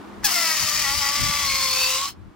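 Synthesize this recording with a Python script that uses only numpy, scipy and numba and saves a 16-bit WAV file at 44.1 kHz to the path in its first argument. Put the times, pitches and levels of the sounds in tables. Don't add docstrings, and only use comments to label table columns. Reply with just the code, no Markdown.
import sys
import numpy as np
from scipy import signal
from scipy.fft import rfft, irfft
from scipy.io import wavfile
from scipy.ndimage import uniform_filter1d
from numba import njit

SR = 44100
rng = np.random.default_rng(int(sys.argv[2]) if len(sys.argv) > 2 else 0)


def materialize(psi):
    bounded = np.clip(np.atleast_2d(psi).T, -1, 1)
    quanta = np.round(bounded * 32767).astype(np.int16)
    wavfile.write(sys.argv[1], SR, quanta)


N = 103635

# (time [s], shrunk [0-1])
SHRINKAGE = [(.3, 0), (.8, .08), (1.2, .17), (1.5, .28), (1.7, .42), (1.8, .55), (1.9, .68), (2.0, .86),
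             (2.1, .98)]
OPEN_S, ATTACK_S, SQUEAK_END_S, SHUT_S = .2425, .003, .276, 2.115


def undb(db):
    return 10 ** (np.asarray(db) / 20)


def unit(x):
    return x / np.sqrt(np.mean(x ** 2))


def curve(table, column=1):
    rows = np.array(table, float)
    return np.interp(np.arange(N) / SR, rows[:, 0], rows[:, column])


def across(table, column=1):
    rows = np.array(table, float)
    bin_hz = np.arange(N // 2 + 1) * SR / N
    return np.interp(np.log(bin_hz + 1), np.log(rows[:, 0]), rows[:, column])


def colour(x, spectrum):
    return irfft(rfft(x) * undb(across(spectrum)), N)


def band(x, low_hz, high_hz):
    return signal.sosfiltfilt(signal.butter(4, [low_hz, high_hz], "band", fs=SR, output="sos"), x)


def walk(rate_hz):
    hold = int(SR / rate_hz)
    steps = np.repeat(rng.standard_normal(N)[:N // hold + 1], hold)
    return unit(uniform_filter1d(steps, hold)[:N])


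def gate(start_s, end_s, rise_s, fall_s):
    t = np.arange(N) / SR
    return np.clip((t - start_s) / rise_s, 0, 1) * np.clip((end_s - t) / fall_s, 0, 1)


@njit
def resonate(x, hz, width_hz):
    y, band_state, low_state = np.empty(len(x)), 0., 0.
    for i in range(len(x)):
        g, damping = np.tan(np.pi * hz[i] / SR), width_hz / hz[i]
        v = (band_state + g * (x[i] - low_state)) / (1 + g * (g + damping))
        band_state = 2 * v - band_state
        low_state += 2 * g * v
        y[i] = damping * v
    return y


def boost(x, hz, width_hz, db):
    return x + (undb(db) - 1) * resonate(x, hz, float(width_hz))


def room_tone():
    # (frequency [Hz], gain [dB])
    spectrum = [(88, -55), (150, -19.5), (193, -8), (334, -3), (466, -13), (637, -15.5), (774, -12.5),
                (1170, -12.5), (1720, -20.5), (16000, -48.5)]
    # (frequency [Hz], level re mid noise [dB])
    hum_lines = [(200, -6.5), (329, -11)]
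    # (time [s], gain [dB])
    envelope = [(0, -42.5), (.25, -43), (.6, -50.5), (2.35, -53.5)]
    mid, side = (unit(band(colour(rng.standard_normal(N), spectrum), 120, 17000)) for _ in range(2))
    hum = 0
    for hz, db in hum_lines:
        cycles = np.cumsum(hz * (1 + .012 * walk(25))) / SR
        hum += np.sqrt(2) * undb(db) * np.sin(2 * np.pi * cycles)
    return (mid + hum + undb(-3) * side * np.array([[1], [-1]])) * undb(curve(envelope))


def echo(x, level_db=-14, t60_s=.11):
    t = np.arange(SR // 2) / SR
    tail = band(rng.standard_normal((2, len(t))), 160, 6100) * undb(-60 * t / t60_s) * (t > .004)
    tail /= np.sqrt(np.sum(tail ** 2) / 2)
    return undb(level_db) * signal.fftconvolve(x, tail, axes=1)[:, :N]


def buffets(gain_db=4.5, pan_db=7.5):
    # (time [s], relative level [dB])
    gusts = [(0.0, -56), (0.04, -63), (0.26, -46.5), (0.42, -82.5), (0.64, -42), (0.67, -52), (1.01, -40.5),
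             (1.04, -53.5), (1.16, -50), (1.2, -32), (1.3, -35.5), (1.31, -48.5), (1.56, -43.5),
             (1.58, -51), (2.09, -55.5), (2.28, -45), (2.35, -70)]
    # (frequency [Hz], gain [dB])
    spectrum = [(20, -21.5), (45, -5.5), (75, 1), (110, -3), (170, -8.5), (300, -16), (600, -53),
                (2000, -74.5)]
    rumble = np.array([unit(colour(rng.standard_normal(N), spectrum)) for _ in range(2)])
    return rumble * undb(curve(gusts) + gain_db + pan_db * np.array([[.5], [-.5]]))


def microphone_ports(shared, left, right, tones):
    # (frequency [Hz], left minus right [dB], coherence [0-1], left lead [rad])
    image = [(200, 39, 0.7, .03), (700, -0.6, 0.9, .05), (1300, 3.5, 0.34, .05), (2400, 2, 0.92, .1),
             (4350, 3, 0.8, 0.85), (6850, 7, 0.33, 1.87), (9000, 0.5, 0.71, 2.12), (10900, 7.5, 0.3, 2.75),
             (16000, 5.5, .65, 1.9)]
    coherence = across(image, 2)
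    lean = undb(across(image) / 2) * np.exp(.5j * across(image, 3))
    common = rfft(shared) * np.sqrt(coherence) + rfft(tones)
    return np.array([irfft((common + rfft(own) * np.sqrt(1 - coherence)) * gain, N)
                     for own, gain in ((left, lean), (right, 1 / lean))])


def slaps(cycles, width_cycles=.011):
    offset = (cycles + .5) % 1 - .5
    return np.exp(-offset ** 2 / (2 * width_cycles ** 2))


def jet_colour(x):
    # (frequency [Hz], gain [dB])
    spectrum = [(200, -29), (480, -28), (680, -11), (850, -4.5), (1150, 3.5), (1600, -5), (2100, 0.5),
                (3000, -5.5), (4000, -4), (5200, -1), (6800, -4.5), (8500, -4), (11000, -6), (13500, -6.5),
                (15500, -4.5)]
    return colour(x, spectrum)


def smacks(cycles, level_db=-36, spread_db=6, slip_cycles=.12):
    touches = slaps(cycles + slip_cycles * walk(700)) * undb(spread_db * walk(900))
    crackle = unit(band(jet_colour(touches), 1500, 16500))
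    return crackle * undb(level_db) * gate(SQUEAK_END_S, 1.9, .022, .3)


def squeak(cycles, slap_db=-20, spit_db=-21):
    # (frequency [Hz], gain [dB])
    spectrum = [(1500, -25), (2500, -8), (4300, -2), (5500, 5), (7000, 0), (11000, -10), (13000, -10),
                (15300, 3)]
    spit = band(rng.standard_normal(N), 14200, 15700) * np.sin(np.pi * cycles) ** 2
    sound = unit(colour(slaps(cycles), spectrum)) * undb(slap_db) + unit(spit) * undb(spit_db)
    return sound * gate(OPEN_S, SQUEAK_END_S, ATTACK_S, .02)


def flutter_cycles(base_jitter=.009):
    # (time [s], pitch [Hz])
    pitch = [(.243, 868), (.266, 818), (.29, 747), (.33, 725), (.37, 694), (.44, 661), (.56, 624),
             (.65, 630), (.74, 603), (.81, 617.4), (.86, 545.3), (.93, 562.6), (.98, 597.4), (1.03, 558.4),
             (1.09, 557.4), (1.17, 583.7), (1.4, 575.6), (1.5, 546.1), (1.7, 523.8), (1.9, 517.3),
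             (1.98, 530.6), (2.06, 564.5)]
    # (start [s], end [s], extra jitter [share of pitch])
    rasps = [(.27, .33, .06), (.565, .83, .022)]
    jitter = base_jitter + sum(share * gate(start, end, .00989, .01) for start, end, share in rasps)
    return np.cumsum(curve(pitch) * (1 + jitter * walk(400))) / SR


def lips(cycles, shimmer_db=1.8, slack_db=-8.5):
    # (time [s], first [dB], second [dB], third [dB])
    partials = [(0.255, -34, -27, -41), (0.29, -44, -47, -48), (0.365, -37.5, -35, -29.5),
                (0.555, -48, -39, -35), (0.58, -50, -42, -42), (0.7, -48, -38, -39), (0.81, -48, -44, -44),
                (0.86, -50, -35, -53), (0.98, -47, -41, -51), (1.03, -50, -37, -51),
                (1.17, -45.5, -36, -47), (1.52, -50, -33.5, -49), (1.68, -45.5, -35, -50),
                (1.76, -43.5, -38, -49), (1.96, -42.5, -34, -51), (2.02, -54, -29.5, -52),
                (2.08, -66, -38, -53)]
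    # (multiple of pitch, level [dB])
    overtones = [(4, -41), (5, -54), (6, -72), (7, -47.5), (8, -41.5)]
    # (start [s], end [s], level [dB])
    spells = [(.42, .55, -37), (.605, .635, -37), (.835, .955, -33), (1.0, 1.11, -33.5), (1.13, 1.47, -39)]
    # (multiple of pitch, level re spell [dB])
    half_harmonics = [(1.5, -4), (2.5, -5), (3.5, 0), (4.5, -9)]

    def tone(multiple, db):
        return np.sqrt(2) * undb(db + shimmer_db * walk(90)) * np.cos(2 * np.pi * multiple * cycles)

    low = sum(tone(k, curve(partials, k)) for k in (1, 2, 3))
    high = sum(tone(k, db) for k, db in overtones) * undb(slack_db * curve(SHRINKAGE))
    pairing = sum(undb(db) * gate(start - .01, end + .03, .025, .071) for start, end, db in spells)
    halves = sum(tone(k, db) for k, db in half_harmonics)
    return (low + high + pairing * halves) * gate(OPEN_S, SHUT_S, ATTACK_S, .05)


def whistles(air, width_hz=140, fade_s=.035):
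    # (start [s], end [s], first [Hz], last [Hz], lift [dB])
    spells = [(.31, .55, 7450, 7470, 7), (.36, .59, 5200, 5130, 4), (.52, .86, 6700, 6800, 6),
              (.92, 1.17, 4780, 4800, 4), (1.13, 1.47, 3470, 3450, 6), (1.44, 1.9, 4270, 4540, 12.5),
              (1.47, 1.71, 2170, 2130, 7), (1.74, 1.93, 2560, 2700, 8)]
    for start, end, first_hz, last_hz, db in spells:
        hz = curve([(start, first_hz), (end, last_hz)])
        air = boost(air, hz, width_hz, db * gate(start, end, fade_s, fade_s))
    return air


def cavity(air):
    # (full [Hz], near empty [Hz], width [Hz], lift full [dB], lift near empty [dB])
    modes = [(980, 1050, 220, 1, 6), (1830, 3150, 190, 7, 10), (3000, 4200, 260, 4, 9),
             (3700, 5200, 220, 2, 8), (4430, 6450, 240, 7, 8), (5080, 7750, 240, 6, 7),
             (5750, 8600, 260, 6, 5), (6550, 10600, 240, 4, 3)]
    # (full [Hz], near empty [Hz], width [Hz], gain [dB])
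    gaps = [(2660, 3400, 190, 0.5), (3370, 4650, 170, -4)]
    shrunk = curve(SHRINKAGE)

    def between(full, empty):
        return full + (empty - full) * shrunk

    for full_hz, empty_hz, width_hz, full_db, empty_db in modes:
        air = boost(air, between(full_hz, empty_hz), width_hz, between(full_db, empty_db))
    for full_hz, empty_hz, width_hz, db in gaps:
        air = boost(air, between(full_hz, empty_hz), width_hz, db)
    return air


def hiss(chop):
    # (time [s], middle [dB], treble [dB], top [dB])
    flow = [(0.22, -47, -55, -65), (0.236, -24, -35, -48), (0.248, -37, -20.5, -25), (0.29, -25, -25, -35),
            (0.316, -29.5, -23.5, -31.5), (0.794, -30.5, -25, -35.5), (1.002, -31.5, -24.5, -35),
            (1.022, -29, -25, -36.5), (1.68, -32, -26, -36), (1.84, -28, -25, -32.5),
            (1.924, -30, -23.5, -34.5), (2.038, -32.5, -28.5, -41), (2.098, -38.5, -37, -45),
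            (2.136, -71, -55, -61.5), (2.17, -58, -71, -80)]
    turbulence = rng.standard_normal(N) * chop
    air = jet_colour(cavity(whistles(turbulence)))
    middle = unit(band(air, 150, 2500)) * undb(curve(flow, 1) - 3.5)
    treble = unit(band(air, 2500, 8500)) * undb(curve(flow, 2) + .41)
    top = unit(band(air, 8500, 16500)) * undb(curve(flow, 3) + 3)
    return (middle + treble + top) * gate(.22, 2.15, .036, .038)


def scene():
    chop_depth, sputter_db, flicker_db, pan_drift_db = .17, 2, .82, -3
    cycles = flutter_cycles()
    chop = 1 + chop_depth * np.cos(np.pi * cycles)
    chop *= undb(sputter_db * walk(2500) + flicker_db * walk(150))
    shared, left, right = (hiss(chop) for _ in range(3))
    tones = lips(cycles) + squeak(cycles) + smacks(cycles)
    balloon = microphone_ports(shared, left, right, tones)
    balloon *= undb(pan_drift_db * curve(SHRINKAGE) * np.array([[.5], [-.5]]))
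    return balloon + echo(balloon) + buffets() + room_tone()


def record(dry, cutoff_hz=15900):
    return signal.sosfilt(signal.ellip(10, .2, 80, cutoff_hz, fs=SR, output="sos"), dry)


dry = scene()
out = record(dry)
materialize(out)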